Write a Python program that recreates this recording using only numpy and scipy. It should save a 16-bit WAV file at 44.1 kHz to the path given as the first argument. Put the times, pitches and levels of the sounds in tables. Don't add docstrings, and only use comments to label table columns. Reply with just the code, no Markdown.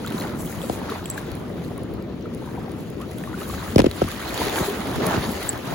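import sys
import numpy as np
from scipy import signal
from scipy.fft import rfft, irfft, next_fast_len
from scipy.io import wavfile
from scipy.ndimage import uniform_filter1d, map_coordinates

SR = 44100
rng = np.random.default_rng(int(sys.argv[2]) if len(sys.argv) > 2 else 0)


def makeup_ratio(level_db):
    decades = np.asarray(level_db, float) / 20
    return 10 ** decades


def wav_out(sig):
    wavfile.write(sys.argv[1], SR, np.round(np.clip(np.atleast_2d(sig).T, -1, 1) * 32767).astype(np.int16))


N = 253134
TOP_HZ = 15900
LEAN = np.array([[.5], [-.5]])


def unit(x):
    return x / np.sqrt(np.mean(x ** 2) + 1e-20)


def along(points, hz):
    f, v = np.transpose(points)
    return np.interp(np.log(hz + 1), np.log(f + 1), v)


def wobble(rate):
    knots = rng.standard_normal(int(N * rate / SR) + 4)
    return map_coordinates(knots, [np.arange(N) * rate / SR])


def filtered(x, response):
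    m = next_fast_len(N + SR // 2)
    return irfft(rfft(x, m) * response(np.fft.rfftfreq(m, 1 / SR)), m)[..., :N]


def add(track, s, sound):
    part = track[..., max(round(s * SR), 0):][..., :sound.shape[-1]]
    part += sound[..., :part.shape[-1]]


def curves(rows):
    s, *cols = np.transpose(rows)
    return [np.interp(np.arange(N) / SR, s, c) for c in cols]


def strokes(rows, edge_s):
    t = np.arange(N) / SR
    gain = 0
    for start, end, db in rows:
        inside = np.minimum(t - start, end - t)
        gain = gain + makeup_ratio(db) * np.clip(inside / edge_s + .5, 0, 1) ** 2
    return gain


# (frequency [Hz], correlation [-1 to 1])
ALIKE = [(30, .95), (60, .94), (125, .95), (300, .88), (600, .55), (1200, .6), (2000, .4), (3000, .15),
         (6000, .25), (7500, .6), (8300, .99), (8900, .99), (9800, .7), (10800, .98), (11500, .98),
         (12400, .65), (13100, .99), (14000, .99), (14900, .7), (16000, .9)]


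def rush(spectrum, patchy_db, grains, spread_db, grain_db):
    z = signal.stft(rng.standard_normal((2, N)), nperseg=512)[2]
    field = uniform_filter1d(rng.standard_normal(z.shape[1:]), size=6, axis=0)
    field = uniform_filter1d(field, size=8, axis=1)
    pair = signal.istft(z * makeup_ratio(patchy_db * unit(field)), nperseg=512)[1][:, :N]
    hits = rng.random(N) < grains / SR
    hits = hits * makeup_ratio(spread_db * np.minimum(rng.exponential(size=N), 4))
    pair = pair + makeup_ratio(grain_db) * unit(hits * rng.standard_normal((2, N)))

    def mid_side(hz):
        turn = np.arccos(np.clip(along(ALIKE, hz), -1, 1)) / 2
        return makeup_ratio(along(spectrum, hz)) * [np.cos(turn), np.sin(turn)]

    mid, side = filtered(pair, mid_side)
    return unit(np.array([mid + side, mid - side]))


def gurgle(rate, mid_hz, octaves, cycles, spread_db):
    ports_apart_s = .0002
    at, pitch, size, side = rng.random((int(rate * N / SR), 4)).T[:, :, None]
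    hz = mid_hz * np.exp2(octaves * (2 * pitch - 1))
    turns = hz * np.arange(1500) / SR
    fade = turns * np.exp(-3 * turns / cycles)
    tone = makeup_ratio(spread_db * size ** 2) * fade * np.sin(2 * np.pi * turns * (1 + 0.13 * turns / cycles))
    where = (at * N).astype(int) + np.arange(1500) + 20
    early = np.round(ports_apart_s * SR * (side - .5)).astype(int)
    ports = []
    for k in (-1, 1):
        heard = tone * np.cos(np.pi / 4 + k * 1.77 * (side - .5))
        ports.append(np.bincount((where + k * early).ravel(), heard.ravel(), N)[:N])
    return unit(np.array(ports))


# (time [s], roar level [dB], slosh level [dB], wash level [dB])
FLOW = [(0, -31, -36.5, -43.5), (.24, -30.5, -35.5, -35), (.4, -30, -43, -43.5), (.68, -32.5, -38.5, -42.5),
        (.93, -35.5, -36, -37), (1.0, -35.5, -46, -42), (1.15, -33, -38, -42), (1.9, -32, -37.5, -47.5),
        (2.35, -33, -40, -50), (2.54, -32.5, -39.5, -43), (2.95, -33, -38, -49.5), (3.6, -33, -40.5, -40.5),
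        (3.92, -38, -37.5, -46.5), (4.22, -35, -41, -39.5), (4.385, -38, -28.5, -33), (4.42, -36, -26, -31),
        (4.46, -33.5, -28.5, -31.5), (4.53, -37, -29, -32.5), (4.565, -34.5, -28.5, -29.5),
        (4.64, -36, -33, -32), (4.71, -35.5, -33.5, -34.5), (4.91, -30.5, -32, -34),
        (4.96, -27.5, -37, -32), (4.99, -25.5, -29, -36), (5.015, -31, -26, -32), (5.03, -28, -26, -30),
        (5.05, -31, -25, -29.5), (5.08, -24, -26, -27), (5.11, -28, -32, -26.5), (5.13, -28, -30, -26),
        (5.15, -26, -32, -28.5), (5.18, -28, -27.5, -28.5), (5.205, -34, -38, -38),
        (5.245, -29.5, -27, -33), (5.27, -26, -38, -33.5), (5.35, -36.5, -34.5, -37), (5.61, -34, -36, -39),
        (5.74, -30.5, -37, -35.5)]
# (time [s], slosh left over right [dB], wash and mesh left over right [dB])
SIDES = [(0.0, 0.5, 1.5), (0.27, 1.5, 0), (0.43, 3, 3.5), (0.77, 2, 0.5), (1.85, 3.5, 3), (3.42, 5.5, 1.5),
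         (4.04, 5, 0), (4.19, 5, -1.5), (4.67, 0.5, 1), (4.81, 0, -1.5), (5.6, 4.5, 1), (5.74, 8, -1.0)]
# (frequency [Hz], density [dB])
ROAR = [(15, -69), (25, -32), (54, -9), (149, -2.5), (184, -0.5), (345, -6.5), (432, -13), (580, -17.5),
        (660, -32), (900, -41), (1170, -28), (1980, -120)]
SLOSH = [(120, -53), (230, -1.5), (400, 0.5), (600, -7), (900, -25), (2000, -63)]
WASH = [(300, -55), (600, 4), (900, 2), (1300, -1.5), (1900, -10.5), (3500, -34), (8000, -70)]


def near_water():
    roar_db, slosh_db, wash_db = curves(FLOW)
    low_side, high_side = curves(SIDES)
    low_db, high_db = low_side * LEAN, high_side * LEAN
    roar = rush(ROAR, patchy_db=0.54, grains=200, spread_db=1.0, grain_db=-5.5)
    roar = roar + makeup_ratio(-8.0) * gurgle(rate=40, mid_hz=200, octaves=1.2, cycles=2.74, spread_db=9.5)
    slosh = rush(SLOSH, patchy_db=2.5, grains=250, spread_db=2.5, grain_db=-10.5)
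    slosh = slosh + makeup_ratio(-9.5) * gurgle(rate=50, mid_hz=383.5, octaves=0.697, cycles=7.1, spread_db=6.5)
    wash = rush(WASH, patchy_db=1.5, grains=400, spread_db=3.5, grain_db=-8.0)
    wash = wash + makeup_ratio(-9.0) * gurgle(rate=130, mid_hz=1100, octaves=0.785, cycles=6.44, spread_db=9.0)
    trickle = gurgle(rate=80, mid_hz=1299, octaves=0.81, cycles=11.5, spread_db=8)
    wash = wash + makeup_ratio(-11.5) * trickle
    roar = makeup_ratio(roar_db + 0.37 * low_db + 0.42 * wobble(30)) * roar
    slosh = makeup_ratio(slosh_db + low_db + 0.34 * wobble(25)) * slosh
    wash = makeup_ratio(wash_db + high_db + 0.46 * wobble(20) + 1.4 * wobble(60)) * wash
    return roar + slosh + wash


# (frequency [Hz], density [dB])
FAR = [(300, -30), (800, -7), (1500, -3.5), (3000, 2.5), (6000, -17), (10000, -44), (15700, -11)]


def far_river():
    return makeup_ratio(-55.5) * rush(FAR, patchy_db=3.0, grains=180, spread_db=16, grain_db=-24)


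# (time [s], level [dB])
BUFFET = [(0, -54), (.8, -44), (1.6, -52), (2.7, -48), (3.1, -49), (3.7, -35), (3.8, -39), (3.92, -43),
          (4.6, -42), (5.2, -44), (5.74, -46)]
# (frequency [Hz], density [dB])
GUST = [(30, -42), (50, -2.5), (70, 1), (95, 1), (150, -45.5)]


def wind():
    gust = rush(GUST, patchy_db=1.5, grains=60, spread_db=4.5, grain_db=-6)
    return makeup_ratio(curves(BUFFET)[0] + 1.4 * wobble(11)) * gust


# (time [s], mesh rustle level [dB], sleeve hiss level [dB])
RUB = [(0, -46.5, -50.5), (.22, -41.5, -41.5), (.34, -47, -54), (.4, -50, -41.5), (.74, -43.5, -42),
       (.82, -45.5, -52), (.93, -39.5, -43.5), (1.01, -47.5, -48), (1.34, -46.5, -50.5), (1.42, -52.5, -56),
       (1.68, -51, -54), (2.2, -57, -65.5), (2.42, -52.5, -54), (2.97, -51.5, -56), (3.15, -52, -53),
       (3.54, -41, -41.5), (3.74, -43, -45), (3.88, -44.5, -54), (3.95, -42.5, -45), (4.0, -39, -44),
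       (4.18, -39, -41), (4.35, -36, -39.5), (4.41, -29.5, -34), (4.45, -31.5, -35), (4.5, -31, -35),
       (4.57, -33, -30.5), (4.62, -34.5, -34.5), (4.8, -39, -41.5), (4.98, -38, -41.5), (5.03, -34.5, -39),
       (5.08, -33, -31.5), (5.11, -32.5, -34.5), (5.15, -32, -35), (5.19, -35, -38), (5.21, -37, -40),
       (5.235, -33.5, -40), (5.27, -39, -40.5), (5.44, -36, -36), (5.55, -43, -45), (5.74, -38.5, -43)]
# (time of peak [s], lift of the sleeve [dB]); the mesh gets 0.69 of the lift
BRUSHES = [(1.181, 10), (1.64, 8), (2.34, 12), (3.015, 11), (3.115, 11.5), (4.96, 7.5), (5.066, 3)]
# (frequency [Hz], density [dB])
MESH = [(500, -15.5), (1300, -1), (2000, 1), (2900, -3), (3900, -2.5), (4600, -5), (5600, -11.5),
        (7000, -10), (8000, -70)]
SLEEVE = [(4000, -20), (6500, -1.5), (7800, -2), (10000, 0.5), (12500, -3.5), (15700, -1)]


def rubbing():
    rise_s, fall_s = 0.0059, 0.0082
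    mesh_db, sleeve_db = curves(RUB)
    t = np.arange(N) / SR
    brush_db = sum(db * np.exp(np.minimum((t - s) / rise_s, (s - t) / fall_s)) for s, db in BRUSHES)
    rub = wobble(45)
    mesh = rush(MESH, patchy_db=2.05, grains=700, spread_db=3.5, grain_db=-5.5)
    mesh = mesh + makeup_ratio(-13.5) * gurgle(rate=150, mid_hz=2890, octaves=0.92, cycles=4.8, spread_db=2.0)
    droplets = gurgle(rate=220, mid_hz=3394, octaves=0.486, cycles=7.9, spread_db=10)
    mesh = mesh + makeup_ratio(-12) * droplets
    side_db = curves(SIDES)[1] * LEAN
    mesh = makeup_ratio(side_db + mesh_db + 0.69 * brush_db + rub + 0.16 * wobble(15)) * mesh
    sleeve = rush(SLEEVE, patchy_db=3.0, grains=200, spread_db=2.0, grain_db=-6)
    flutter_db = 0.66 * rub + 1.07 * wobble(110) + 1.54 * wobble(10)
    return mesh + makeup_ratio(sleeve_db + brush_db + flutter_db) * sleeve


# (start [s], end [s], level [dB])
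DRIBBLE = [(.04, .33, -45.5), (.78, 1.0, -46), (1.03, 1.5, -53.5), (2.4, 2.53, -57), (2.53, 2.63, -48),
           (3.0, 3.35, -59), (3.35, 3.5, -45.5), (3.5, 3.72, -42), (3.95, 4.3, -43.5), (5.08, 5.17, -31)]


def dribble():
    drops = gurgle(rate=400, mid_hz=1210, octaves=0.452, cycles=7, spread_db=14)
    return strokes(DRIBBLE, edge_s=0.068) * drops


# (time [s], level [dB], starting pitch [Hz], phase stretch over a 60 dB fade [share])
BUBBLES = [(.047, -21.5, 1340, 0.087), (.114, -26, 900, .1), (.185, -22, 1110, .05), (.495, -28, 756, .05),
           (.816, -23, 890, .05), (.893, -21, 1300, .05), (.918, -20, 1120, .05), (.993, -28, 1500, .05),
           (1.714, -29, 810, .05), (2.539, -37, 1080, .05), (3.33, -33, 1900, .1), (3.36, -32, 1800, .05),
           (3.418, -31, 651, 0.041), (3.575, -30, 1180, .05), (3.615, -31, 1300, .05),
           (3.635, -30, 1250, .05), (3.963, -30, 950, .05), (3.978, -25.5, 668, .05), (4.08, -24, 1160, .1),
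           (4.121, -27, 1180, .05), (4.215, -20, 1510, .05), (4.56, -14, 850, 0.054),
           (4.925, -27, 666, .05), (.217, -20.5, 1950, .05), (.237, -20.5, 1880, .03),
           (.25, -26, 1350, .05), (.262, -27, 2100, .03), (.348, -25, 1350, .05), (.634, -18, 515, 0.054),
           (.697, -15.5, 750, 0.018), (1.178, -12, 1590, 0.076), (1.78, -29, 1056, 0.092),
           (2.256, -32, 1280, 0.096), (2.3, -36, 1800, .1), (2.3, -35, 620, .05), (2.44, -32, 1050, .05),
           (2.565, -34, 1500, .05), (2.42, -31.5, 820, 0.17), (2.474, -23.5, 980, 0.065),
           (2.574, -26, 910, .05), (2.582, -27, 753, 0.082), (2.617, -37, 1150, .1), (2.68, -33, 757, .1),
           (3.003, -33.5, 1027, 0.69), (3.032, -29.5, 1180, 0.25), (3.118, -32, 1870, .2),
           (3.237, -25.5, 1750, 0.092), (3.238, -31, 615, .09), (3.273, -26, 1100, 0.093),
           (3.314, -35, 767, .1), (3.34, -21.5, 1370, 0.12), (3.417, -27, 1220, 0.17),
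           (3.499, -24, 1130, 0.055), (3.54, -25, 1220, .1), (3.662, -24, 1220, .1),
           (4.016, -12.5, 1340, 0.022), (4.306, -18, 2450, 0.054), (4.416, -11.5, 940, 0.034),
           (4.582, -15, 1590, .03), (5.056, -15.5, 440, 0.034), (4.68, -18, 385, 0.1)]


def bubbles():
    onset_s = .0011
    fade_cycles, cycles_per_rise = 15.7, 170
    out, t = np.zeros(N), np.arange(SR // 8) / SR
    shake = wobble(180)
    for s, db, hz, rise in BUBBLES:
        life = t * hz / (fade_cycles + cycles_per_rise * rise)
        ring = np.sin(2 * np.pi * hz * t * (1 + rise * life))
        envelope = makeup_ratio(db - 60 * life) * (1 - np.exp(-t / onset_s))
        add(out, s, envelope * ring * makeup_ratio(3.15 * shake[round(s * SR):][:len(t)]))
    return out * makeup_ratio(2.4 * LEAN)


# (time [s], level [dB], tone [Hz])
TICKS = [(.0622, -22, 7170), (.0635, -22, 3230), (0.074, -18, 3980), (0.0787, -18, 3650),
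         (0.1036, -22.5, 3760), (.1225, -19, 2900), (.142, -29, 4000), (.182, -18.5, 3950),
         (.199, -20, 4120), (0.21, -18, 4100), (.223, -24, 3100), (.238, -28, 4000), (0.294, -24, 3650),
         (.617, -19, 3330), (.189, -28, 15400), (.2024, -23, 15000), (.2209, -26, 10500),
         (.3905, -31, 11400), (.4489, -25, 2160), (.466, -25, 3300), (.475, -25, 3200), (.5257, -21, 2050),
         (0.588, -27, 3030), (.9, -21, 3950), (.9148, -32, 10900), (1.1767, -23, 4000),
         (1.8334, -30, 10000), (2.0238, -39, 11600), (2.0245, -36, 5000), (2.21, -36, 4800),
         (2.225, -38, 5800), (2.3306, -36, 2000), (2.7177, -31, 10200), (2.806, -35, 12000),
         (2.9996, -38, 10600), (3.8985, -32, 9710), (3.9779, -32, 9920), (4.0871, -21, 2300),
         (4.115, -19, 3650), (4.1744, -21, 2020), (4.2043, -23, 3200), (4.5281, -25, 11100),
         (4.873, -28, 10400), (4.9132, -26, 11600), (5.026, -19, 1910), (5.078, -22, 2500),
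         (5.228, -21, 4300), (5.3168, -23, 11300), (5.4326, -24, 10100), (5.5767, -26, 15000),
         (.7911, -27, 2870), (0.897, -25, 2340), (1.042, -27, 4020), (1.057, -18, 3200), (1.059, -22, 2520),
         (1.1, -13.5, 8400), (1.1777, -30, 7630), (1.3164, -28, 11000), (1.3527, -28, 11000),
         (1.194, -31, 9500), (1.215, -31, 10500), (1.316, -28, 4400), (1.6475, -29, 4030),
         (1.7787, -29, 9900), (1.9385, -31, 12000), (2.348, -28, 9900), (2.902, -32, 10100),
         (3.018, -27, 2980), (3.036, -31, 2700), (3.184, -27.5, 10900), (3.185, -27, 3300),
         (3.238, -26, 2700), (3.498, -26, 4200), (3.4134, -21, 2820), (3.7594, -13.5, 5030),
         (3.7818, -5.5, 2450), (3.84, -31, 2480), (3.913, -15, 4020), (4.017, -24, 2340),
         (4.2257, -18, 2350), (4.2492, -22, 2830), (4.3051, -18, 2330), (4.343, -15.5, 7150),
         (4.377, -15, 3800), (4.409, -12, 2060), (4.42, -19, 2880), (4.482, -17, 4200), (4.496, -13, 3630),
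         (4.559, -14.5, 3200), (4.564, -16.5, 2620), (4.587, -17, 3850), (4.6985, -18, 3400),
         (4.895, -22, 3780), (4.959, -21.5, 10200), (5.0668, -11.5, 9770), (5.3767, -22, 2820),
         (5.53, -22.5, 3080)]


def ticks():
    small_per_s, small_db_over_rustle, small_hz = 16, 12, 3200
    snappy_hz, rise_cycles, t60_s = 40000, 0.82, 0.0079
    out, t = np.zeros(N), np.arange(400) / SR
    at, size, pitch = rng.random((int(small_per_s * N / SR), 3)).T
    rustle_db = curves(RUB)[0][(at * N).astype(int)]
    small_db = rustle_db + small_db_over_rustle + 6 * (size - .5)
    small = list(zip(at * N / SR, small_db, small_hz * np.exp2(.7 * (pitch - .5))))
    for s, db, hz in TICKS + small:
        click = np.diff(rng.standard_normal(len(t) + 1)) * (0.18 + hz / snappy_hz)
        tone = 0.62 * np.sin(2 * np.pi * hz * t)
        envelope = makeup_ratio(db - 60 * t / t60_s) * (1 - np.exp(-t * hz / rise_cycles))
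        add(out, s, envelope * (click + tone))
    return out


# (time [s], gain on the ring [dB])
TINKS = [(.062, -31), (1.0568, -17), (1.1015, -10), (1.111, -16), (1.1458, -25), (5.4912, -0.5)]
# (frequency [Hz], level in the ring [dB], 60 dB decay [s])
HOOP = [(7690, -8, 0.028), (7550, -8, 0.0097), (9660, -14, 0.0063)]
# (start [s], end [s], level before flutter [dB])
SLIDE = [(.385, .42, -43), (.6, .77, -50), (1.06, 1.2, -53)]


def hoop():
    out, t = np.zeros(N), np.arange(SR // 10) / SR
    ring = sum(makeup_ratio(db - 60 * t / t60) * np.sin(2 * np.pi * hz * t) for hz, db, t60 in HOOP)
    for s, db in TINKS:
        add(out, s, makeup_ratio(db) * (1 - np.exp(-t / 0.00069)) * ring)
    friction = unit(signal.fftconvolve(rng.standard_normal(N), ring)[:N])
    return out + friction * strokes(SLIDE, edge_s=.025) * makeup_ratio(1.7 * wobble(39.2))


# (time [s], push peak before lean [dB], bottom of push [Hz], top of push [Hz],
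# crack level before its tone [dB])
THUMPS = [(.143, -18, 120, 394, -41), (.697, -12, 70, 895, -26.5), (3.2378, -26, 500, 1000, -39),
          (3.7598, -0.5, 55.6, 604, -15), (3.779, -10, 150, 950, -29), (3.7824, -11, 60, 850, -13),
          (3.7916, -2, 150, 700, -13.5), (3.7938, -25, 300, 800, -18), (3.7956, -6, 150, 500, -30),
          (3.802, -15, 40, 402, -25), (3.81, -19, 150, 600, -42), (3.8185, -13, 80, 553, -22),
          (3.842, -4, 200, 656, -23), (3.85, -16, 300, 600, -44), (3.856, -19, 250, 600, -39),
          (3.861, -15, 250, 500, -29), (3.8643, -4, 260, 454, -21.5), (3.87, -17, 300, 500, -42),
          (3.878, -23.5, 70, 160, -49), (3.913, -37, 300, 900, -29), (4.0175, -4, 292, 730, -28),
          (4.023, -12.5, 70, 595, -25), (4.042, -18.5, 70, 380, -50), (4.417, -20, 300, 1210, -29),
          (4.425, -30, 300, 900, -34), (4.466, -21, 150, 500, -42), (4.603, -21.5, 120, 500, -42),
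          (4.6085, -15, 60, 450, -42), (5.009, -19, 250, 800, -39), (5.139, -21, 150, 600, -34),
          (5.1741, -14, 50, 330, -33), (5.532, -25, 70, 400, -31), (5.59, -24, 200, 900, -39),
          (5.71, -21, 200, 900, -34)]
# (frequency [Hz], gain [dB])
CRACK = [(400, 17), (1500, 4.5), (3000, 2.5), (5000, 1.5), (6500, -4.5), (10000, -5.5), (16000, -21)]
# (start [s], end [s], level before its tone [dB])
GRIND = [(3.762, 3.83, -56), (3.784, 3.791, -26), (3.797, 3.807, -22), (3.808, 3.818, -42),
         (3.843, 3.851, -35), (3.858, 3.871, -30.5)]
# (frequency [Hz], gain [dB])
GRIND_TONE = [(400, 18), (1500, 7), (2600, 6), (4000, -0.5), (6000, -6), (8500, -14), (16000, -26)]


def thumps(turns=1.216, left_lag=0.00052, tilt=0.29, twist=1.0):
    crack_t60_s, hard_left_over_right_db = 0.0083, 4.5
    pushes, cracks = np.zeros((2, 2, N))
    hz, t = np.fft.rfftfreq(4096, 1 / SR)[1:], np.arange(1500) / SR
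    delay_s = 0.00193 + np.array([[left_lag], [0]])
    smear = np.exp(-2j * np.pi * (turns * np.log(hz / 1500) + hz * delay_s))
    smear = smear * hz ** -tilt * np.exp(1j * twist)
    for s, db, low_hz, top_hz, crack_db in THUMPS:
        push = smear / (1 + (low_hz / hz) ** 3) / (1 + (hz / top_hz) ** 6)
        both = irfft(np.pad(push, ((0, 0), (1, 0))))[:, :2048]
        add(pushes, s - .002, makeup_ratio(db) * both / np.abs(both).max())
        noise = np.dot([[1, 0.83], [1, -0.55]], rng.standard_normal((2, len(t))))
        add(cracks, s, makeup_ratio(crack_db - 60 * t / crack_t60_s) * noise)
    scrape = np.dot([[1, 1.0], [1, -0.8]], rng.standard_normal((2, N)))
    grind = strokes(GRIND, edge_s=0.005) * makeup_ratio(1.0 * wobble(300)) * scrape
    hard = filtered(cracks, lambda f: makeup_ratio(along(CRACK, f)))
    hard = hard + filtered(grind, lambda f: makeup_ratio(along(GRIND_TONE, f)))
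    return pushes * makeup_ratio(.6 * LEAN) + hard * makeup_ratio(hard_left_over_right_db * LEAN)


def scene():
    limited = near_water() + far_river() + wind() + rubbing() + dribble() + ticks() + hoop()
    return filtered(limited, lambda hz: hz < TOP_HZ) + bubbles() + thumps()


def roll_off(x):
    return signal.sosfilt(signal.butter(12, 17020, fs=SR, output="sos"), x)


# (frequency [Hz], lag of left [rad])
LAG = [(0, -.1), (300, -.2), (1000, -.35), (2000, -.5), (3500, -1.5), (6200, 0), (8600, 3.14),
       (13450, 9.42), (16500, 13.4)]


def record(dry):
    clip = .98
    f, lag = np.transpose(LAG)

    def port_response(hz):
        return np.exp(-1j * np.interp(hz, f, lag) * LEAN) * (hz < 16700)

    ports = filtered(dry, port_response)
    mix = ports / (1 + np.abs(ports / clip) ** 8) ** (1 / 8)
    return roll_off(mix)


dry = scene()
out = record(dry)
wav_out(out)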